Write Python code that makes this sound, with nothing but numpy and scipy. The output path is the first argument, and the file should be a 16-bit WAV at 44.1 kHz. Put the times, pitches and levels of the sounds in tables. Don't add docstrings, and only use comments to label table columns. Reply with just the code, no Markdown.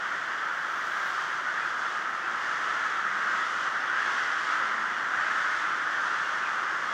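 import sys
import numpy as np
from scipy import signal
from scipy.fft import rfft, irfft, next_fast_len
from scipy.io import wavfile
from scipy.ndimage import uniform_filter1d

SR = 44100
rng = np.random.default_rng(int(sys.argv[2]) if len(sys.argv) > 2 else 0)


def master(y):
    cut = np.clip(np.atleast_2d(y).T, -1, 1)
    pcm = np.round(cut * 32767)
    wavfile.write(sys.argv[1], SR, pcm.astype(np.int16))


N = 305767

# (frequency [Hz], relative level [dB per Hz])
THROAT_COLOUR = [(60, -63), (380, -30.5), (700, -15), (850, -12.5), (1020, -8.5), (1300, 1.34), (1600, -1),
                 (1900, -5), (2300, -18), (2600, -21), (3100, -18.5), (3450, -20), (3850, -27),
                 (5000, -26.5), (6300, -27.5), (8000, -39), (11000, -53)]


def amp(db):
    return 10 ** (np.asarray(db) / 20)


def evened(x):
    return x / np.sqrt(np.mean(x ** 2) + 1e-20)


def read(points, hz):
    f, value = np.transpose(points)
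    return np.interp(np.log(hz + 1), np.log(f + 1), value)


def add(mix, s, sound):
    start = int(round(s * SR))
    sound = sound[max(-start, 0):]
    part = mix[max(start, 0):][:len(sound)]
    part += sound[:len(part)]


def coloured(x, db_at):
    size = next_fast_len(len(x))
    gain = amp(db_at(np.fft.rfftfreq(size, 1 / SR)))
    return irfft(rfft(x, size) * gain, size)[:len(x)]


def wavering(count, size, smooth):
    return evened(uniform_filter1d(rng.standard_normal(size), size=smooth))[:count]


def distant_traffic(level_db=-48.5, top_hz=800):
    # (frequency [Hz], relative level [dB per Hz])
    floor_colour = [(25, -30), (45, -25), (70, -15), (100, -7.7), (130, -1.5), (210, 1), (250, 0.5),
                    (335, 6.5), (450, 2), (650, 5), (2000, -13), (9000, -32.5), (15500, -33)]
    # (time [s], level above the usual [dB])
    traffic_level = [(0, -2), (1.4, -1.1), (2.7, 0.3), (3.8, 0), (4.6, 0.6), (6.0, 0), (6.93, -0.2)]
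    murmur = amp(level_db) * evened(coloured(rng.standard_normal(N), lambda f: read(floor_colour, f)))
    low_part = coloured(murmur, lambda f: read([(top_hz / 2, 0), (top_hz * 2, -30)], f))
    swell = amp(np.interp(np.arange(N) / SR, *np.transpose(traffic_level)))
    return murmur + low_part * (swell - 1)


def low_hums():
    # (time [s], length [s], level [dB], pitch [Hz], unsteadiness of pitch [share])
    hum_events = [(2.9, 0.62, -61.5, 200.8, 0.05), (4.539, 0.52, -60, 221.6, 0.0036),
                  (6.78, 0.35, -58.5, 207, 0.016)]
    out = np.zeros(N)
    for s, length, db, hz, unsteady in hum_events:
        u = np.linspace(0, 1, int(length * SR))
        waver = wavering(len(u), N, smooth=2000)
        turns = np.cumsum(hz * (1 + unsteady * waver)) / SR
        add(out, s, amp(db) * evened(np.sin(2 * np.pi * turns) * np.sin(np.pi * u)))
    return out


def airy_hiss(peak_s=.93, width_s=.27, level_db=-66.5, air_hz=9000, flicker_db=2.0):
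    hiss = evened(coloured(rng.standard_normal(N), lambda f: read([(air_hz / 2, -20), (air_hz, 0)], f)))
    swell = 1 / (1 + ((np.arange(N) / SR - peak_s) / width_s) ** 2)
    flicker = amp(flicker_db * wavering(N, N, smooth=2500))
    return amp(level_db) * swell * flicker * hiss


def trees(x, wet_db, count=22, hop=.1):
    # (frequency [Hz], decay time by 60 dB [s])
    wood_ring = [(300, 1.8), (1500, 2.93), (4000, 1.22), (9000, 1.36)]
    hz, t, z = signal.stft(rng.standard_normal((count, SR)), SR, nperseg=256)
    decay = amp(-60 * t / read(wood_ring, hz)[:, None])
    tails = signal.istft(z * decay, SR, nperseg=256)[1]
    place = np.arange(N) / SR / hop
    echo = np.zeros(N)
    for k, tail in enumerate(tails):
        share = np.maximum(1 - abs((place - k) % count - 1), 0)
        echo += signal.fftconvolve(x * np.sqrt(share), tail / np.linalg.norm(tail))[:N]
    return (x + amp(wet_db) * echo) / np.sqrt(1 + amp(wet_db) ** 2)


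def yelps(sag=0.038, arch=0.0384, rasp=0.3, rasp_hz=90):
    # (time [s], length [s], level before the trees [dB], pitch [Hz], unsteadiness of pitch [share])
    yelp_events = [(1.19, 0.088, -53, 3150, 0.032), (1.59, .08, -51, 2500, .02),
                   (1.88, .1, -53, 2970, 0.038), (2.22, .08, -51.5, 2600, 0.028),
                   (2.73, 0.1, -54, 2770, 0.033), (2.93, .07, -55, 3660, 0.023),
                   (3.39, .08, -52, 3450, .025), (3.52, .06, -55, 2890, .025),
                   (3.57, 0.13, -51, 3100, 0.039), (3.86, 0.047, -48.5, 3300, .04),
                   (3.92, .08, -51, 2980, 0.022), (4.04, 0.061, -50, 3280, .035),
                   (4.15, .07, -51, 3240, 0.057), (4.32, .06, -53, 3300, .03), (4.5, .07, -51, 2780, .025),
                   (5.19, 0.075, -51.5, 3100, 0.028), (5.25, .08, -51, 2490, 0.043),
                   (5.92, 0.063, -50, 3240, 0.023), (6.09, .08, -53, 2800, .025),
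                   (6.22, 0.078, -50, 2800, .02), (6.41, 0.095, -46.5, 2540, .06)]
    out = np.zeros(N)
    for s, length, db, hz, jitter in yelp_events:
        u = np.linspace(0, 1, int(length * SR))
        wobble = wavering(len(u), SR, smooth=60)
        bend = 1 - arch * (2 * u - 1) ** 2 - sag * (u - .5) + jitter * wobble
        turns = np.cumsum(hz * bend) / SR
        flutter = 1 + rasp * np.sin(2 * np.pi * u * length * rasp_hz * rng.uniform(.7, 1.3))
        add(out, s, amp(db) * evened(np.sin(2 * np.pi * turns) * flutter * np.sin(np.pi * u)))
    return out


def sum_of_harmonics(turns, order):
    u = (turns + .5) % 1 - .5
    return (order + .5) * np.sinc((2 * order + 1) * u) / np.sinc(u) - .5


def syrinx(length, hz, rough, arch=0.1293, sag=.09, jitter=0.02604, rasp=0.65, rasp_hz=75):
    count = int(np.clip(length, .02, .5) * SR)
    wobble, air = rng.standard_normal((2, SR // 2))[:, :count]
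    wobble = evened(uniform_filter1d(wobble, size=200))
    u = np.linspace(0, 1, count)
    bend = 1 - arch * (2 * u - 1) ** 2 - sag * (u - .5) + jitter * wobble
    turns = np.cumsum(hz * bend) / SR
    pulses = sum_of_harmonics(turns, order=int(11000 / hz))
    puffs = air * (0.61 + np.exp(-(turns % 1) / 0.37))
    flutter = 1 + rasp * np.sin(2 * np.pi * turns * rasp_hz * rng.uniform(0.6977, 1.3) / hz)
    rough = np.clip(rough, 0, 1)
    swell = np.minimum(u / 0.076, 1) * np.minimum((1 - u) / 0.37, 1)
    return ((1 - rough) * evened(pulses) + rough * evened(puffs)) * flutter * swell


def resonate(x, hz, width_hz):
    turn = np.exp(2j * np.pi * np.cumsum(hz) / SR)
    r = np.exp(-np.pi * width_hz / SR)
    return 2 * (turn * signal.lfilter([1 - r], [1, -r], x / turn)).real


def near_crows(rough=0.18, focus_db=7, width_hz=260, beak_arch=0.094):
    # (time [s], length [s], level before the trees [dB], pitch [Hz], strongest throat resonance [Hz],
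    #  glide of pitch and resonance over the call [share])
    caw_events = [(0.441, 0.12, -39, 487.5, 1470, 0.014), (.96, .15, -38, 530, 1580, -.1),
                  (1.12, .17, -42, 470, 1400, 0), (1.45, .09, -37, 505, 1510, 0.093),
                  (1.829, 0.094, -38.5, 459, 1390, -0.06), (1.901, 0.14, -39, 415, 1240, -0.014),
                  (2.661, 0.097, -38, 444.6, 1335, -0.093), (2.94, 0.13, -39, 455, 1330, -0.0059),
                  (3.141, .13, -40, 430, 1300, 0.0068), (3.27, 0.101, -37.5, 567.6, 1700, -0.064),
                  (3.88, .11, -34.5, 519.4, 1550, 0.053), (3.958, 0.12, -35, 594, 1790, 0.11),
                  (4.16, .14, -38.5, 497.4, 2000, -0.045), (4.221, 0.095, -37, 479, 1410, 0),
                  (4.511, .14, -35, 442.7, 1340, -0.144), (5.139, 0.12, -37, 619, 1850, .05),
                  (5.181, 0.083, -37, 418, 1250, 0.0086), (5.252, 0.14, -39, 583, 1740, 0.026),
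                  (5.979, 0.12, -40, 544, 1640, -0.0063), (6.478, .1, -39, 450, 1370, 0.0026),
                  (6.58, .12, -40, 466.6, 1400, 0.054), (6.829, .12, -39, 442, 1350, 0.0058)]
    out = np.zeros(N)
    for s, length, db, hz, throat_hz, glide in caw_events:
        source = syrinx(length, hz, rough, sag=-glide)
        voice = coloured(source, lambda f: read(THROAT_COLOUR, f))
        u = np.linspace(-.5, .5, len(voice))
        path = throat_hz * (1 + glide * u - beak_arch * (2 * u) ** 2)
        focus = amp(focus_db) * resonate(voice, path, width_hz)
        add(out, s, amp(db) * evened(voice + focus))
    return out


def flock_voices(size, pitch_hz=480, pitch_spread=.15, rough=0.34,
                 edge_db=10, edge_hz=3150, edge_spread_hz=520, edge_width_hz=130):
    rank = (np.arange(size) + 2) / (size + 3)
    pitches = pitch_hz * (rank / (1 - rank)) ** pitch_spread
    voices = []
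    for hz, (length, hoarse, bend, edge, strain) in zip(pitches, rng.uniform(-1, 1, (size, 5))):
        source = syrinx(.18 + .07 * length, hz, rough + 0.15 * hoarse, arch=.17 + .08 * bend)
        edge_at = edge_hz + edge_spread_hz * edge

        def colour(f):
            ring = edge_db * strain ** 6
            return read(THROAT_COLOUR, f) + ring / (1 + ((f - edge_at) / edge_width_hz) ** 2)

        voices.append(evened(coloured(source, colour)))
    return voices


def flock(count=2600, size=470, spread_db=2.0, doppler=.04, glide=.07):
    voices = flock_voices(size)
    out, turn = np.zeros(N), rng.permutation(size)
    for k, (when, distance, heading, slide) in enumerate(rng.random((count, 4))):
        voice = voices[turn[k % size]]
        speed = 1 + doppler * np.cos(np.pi * heading)
        ramp = np.linspace(-1, 1, int(len(voice) / speed))
        beak = 1 + glide * (2 * slide - 1) * ramp
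        call = np.interp(np.cumsum(speed * beak), np.arange(len(voice)), voice)
        s = (k + when) / count * (N / SR + .5) - .5
        add(out, s, amp(-spread_db * np.log(distance + 0.05)) * call)
    return evened(out)


def wheeling(din, din_db=-29, lower_hz=1350, upper_hz=1750, dull_hz=2000, bright_hz=4000, treble_depth=1.28):
    # (time [s], level of its lower half [dB], level of its upper half [dB]), above the usual
    chorus_level = [(0, -1.8, -1.5), (.35, -1.8, -1.5), (.62, -2, -2.5), (1.1, -0.9, -1.9),
                    (1.42, -2.3, -1.6), (1.9, -1, -2), (2.2, -1.6, -1.7), (2.8, 0.2, 0.5), (3.06, -1, -.5),
                    (3.33, 1, 1), (3.49, -.7, -.7), (3.82, -0.7, -0.5), (4.1, -0.7, 1.7), (4.42, -1.5, .4),
                    (4.65, 1, 1.7), (4.95, -1.4, -0.9), (5.1, -0.5, -.7), (5.2, 0.8, 2.2), (5.37, 0.3, 1),
                    (5.85, -.9, 0), (6.05, 0, 0.2), (6.35, -0.7, -0.7), (6.65, 0, -0.5), (6.93, -.9, -1.6)]
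    # (time [s], level above the usual before treble_depth scales it [dB])
    treble_level = [(0.0, -1.5), (.35, -1.3), (.5, -2.5), (.68, -1.5), (0.96, 0), (1.22, 1), (1.44, -2),
                    (1.7, 0.5), (1.76, -1), (1.82, 0), (1.93, 0), (2.1, -2.5), (2.3, -1.2), (2.55, 1),
                    (2.75, 0.5), (2.87, 0.6), (3.08, -1.5), (3.38, 1.5), (3.62, 1.5), (3.75, -0.5),
                    (3.94, -1), (3.99, 1), (4.2, 2.5), (4.36, 1), (4.5, 2), (4.8, -0.5), (5.05, -0.9),
                    (5.34, 1.5), (5.5, 0.9), (5.61, 2), (5.67, -0.5), (5.84, -0.5), (6.08, 1.1),
                    (6.28, 0.5), (6.5, -.5), (6.93, -0.2)]
    hz, t, z = signal.stft(din, SR, nperseg=512)
    times, lower_db, upper_db = np.transpose(chorus_level)
    upper = read([(lower_hz, 0), (upper_hz, 1)], hz)[:, None]
    caw_db = (1 - upper) * np.interp(t, times, lower_db) + upper * np.interp(t, times, upper_db)
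    treble = read([(dull_hz, 0), (bright_hz, 1)], hz)[:, None]
    treble_db = treble_depth * np.interp(t, *np.transpose(treble_level))
    db = din_db + (1 - treble) * caw_db + treble * treble_db
    return signal.istft(z * amp(db), SR, nperseg=512)[1][:N]


def scene():
    background = distant_traffic() + low_hums() + airy_hiss()
    close = trees(near_crows() + yelps(), wet_db=-10.0)
    din = wheeling(evened(trees(flock(), wet_db=-6.5)))
    return (din + close + background)[None]


def record(dry, edge_hz=15850):
    low_pass = signal.firwin(511, edge_hz, window=("kaiser", 9), fs=SR)
    return signal.oaconvolve(dry, low_pass[None], "same")


dry = scene()
out = record(dry)
master(out)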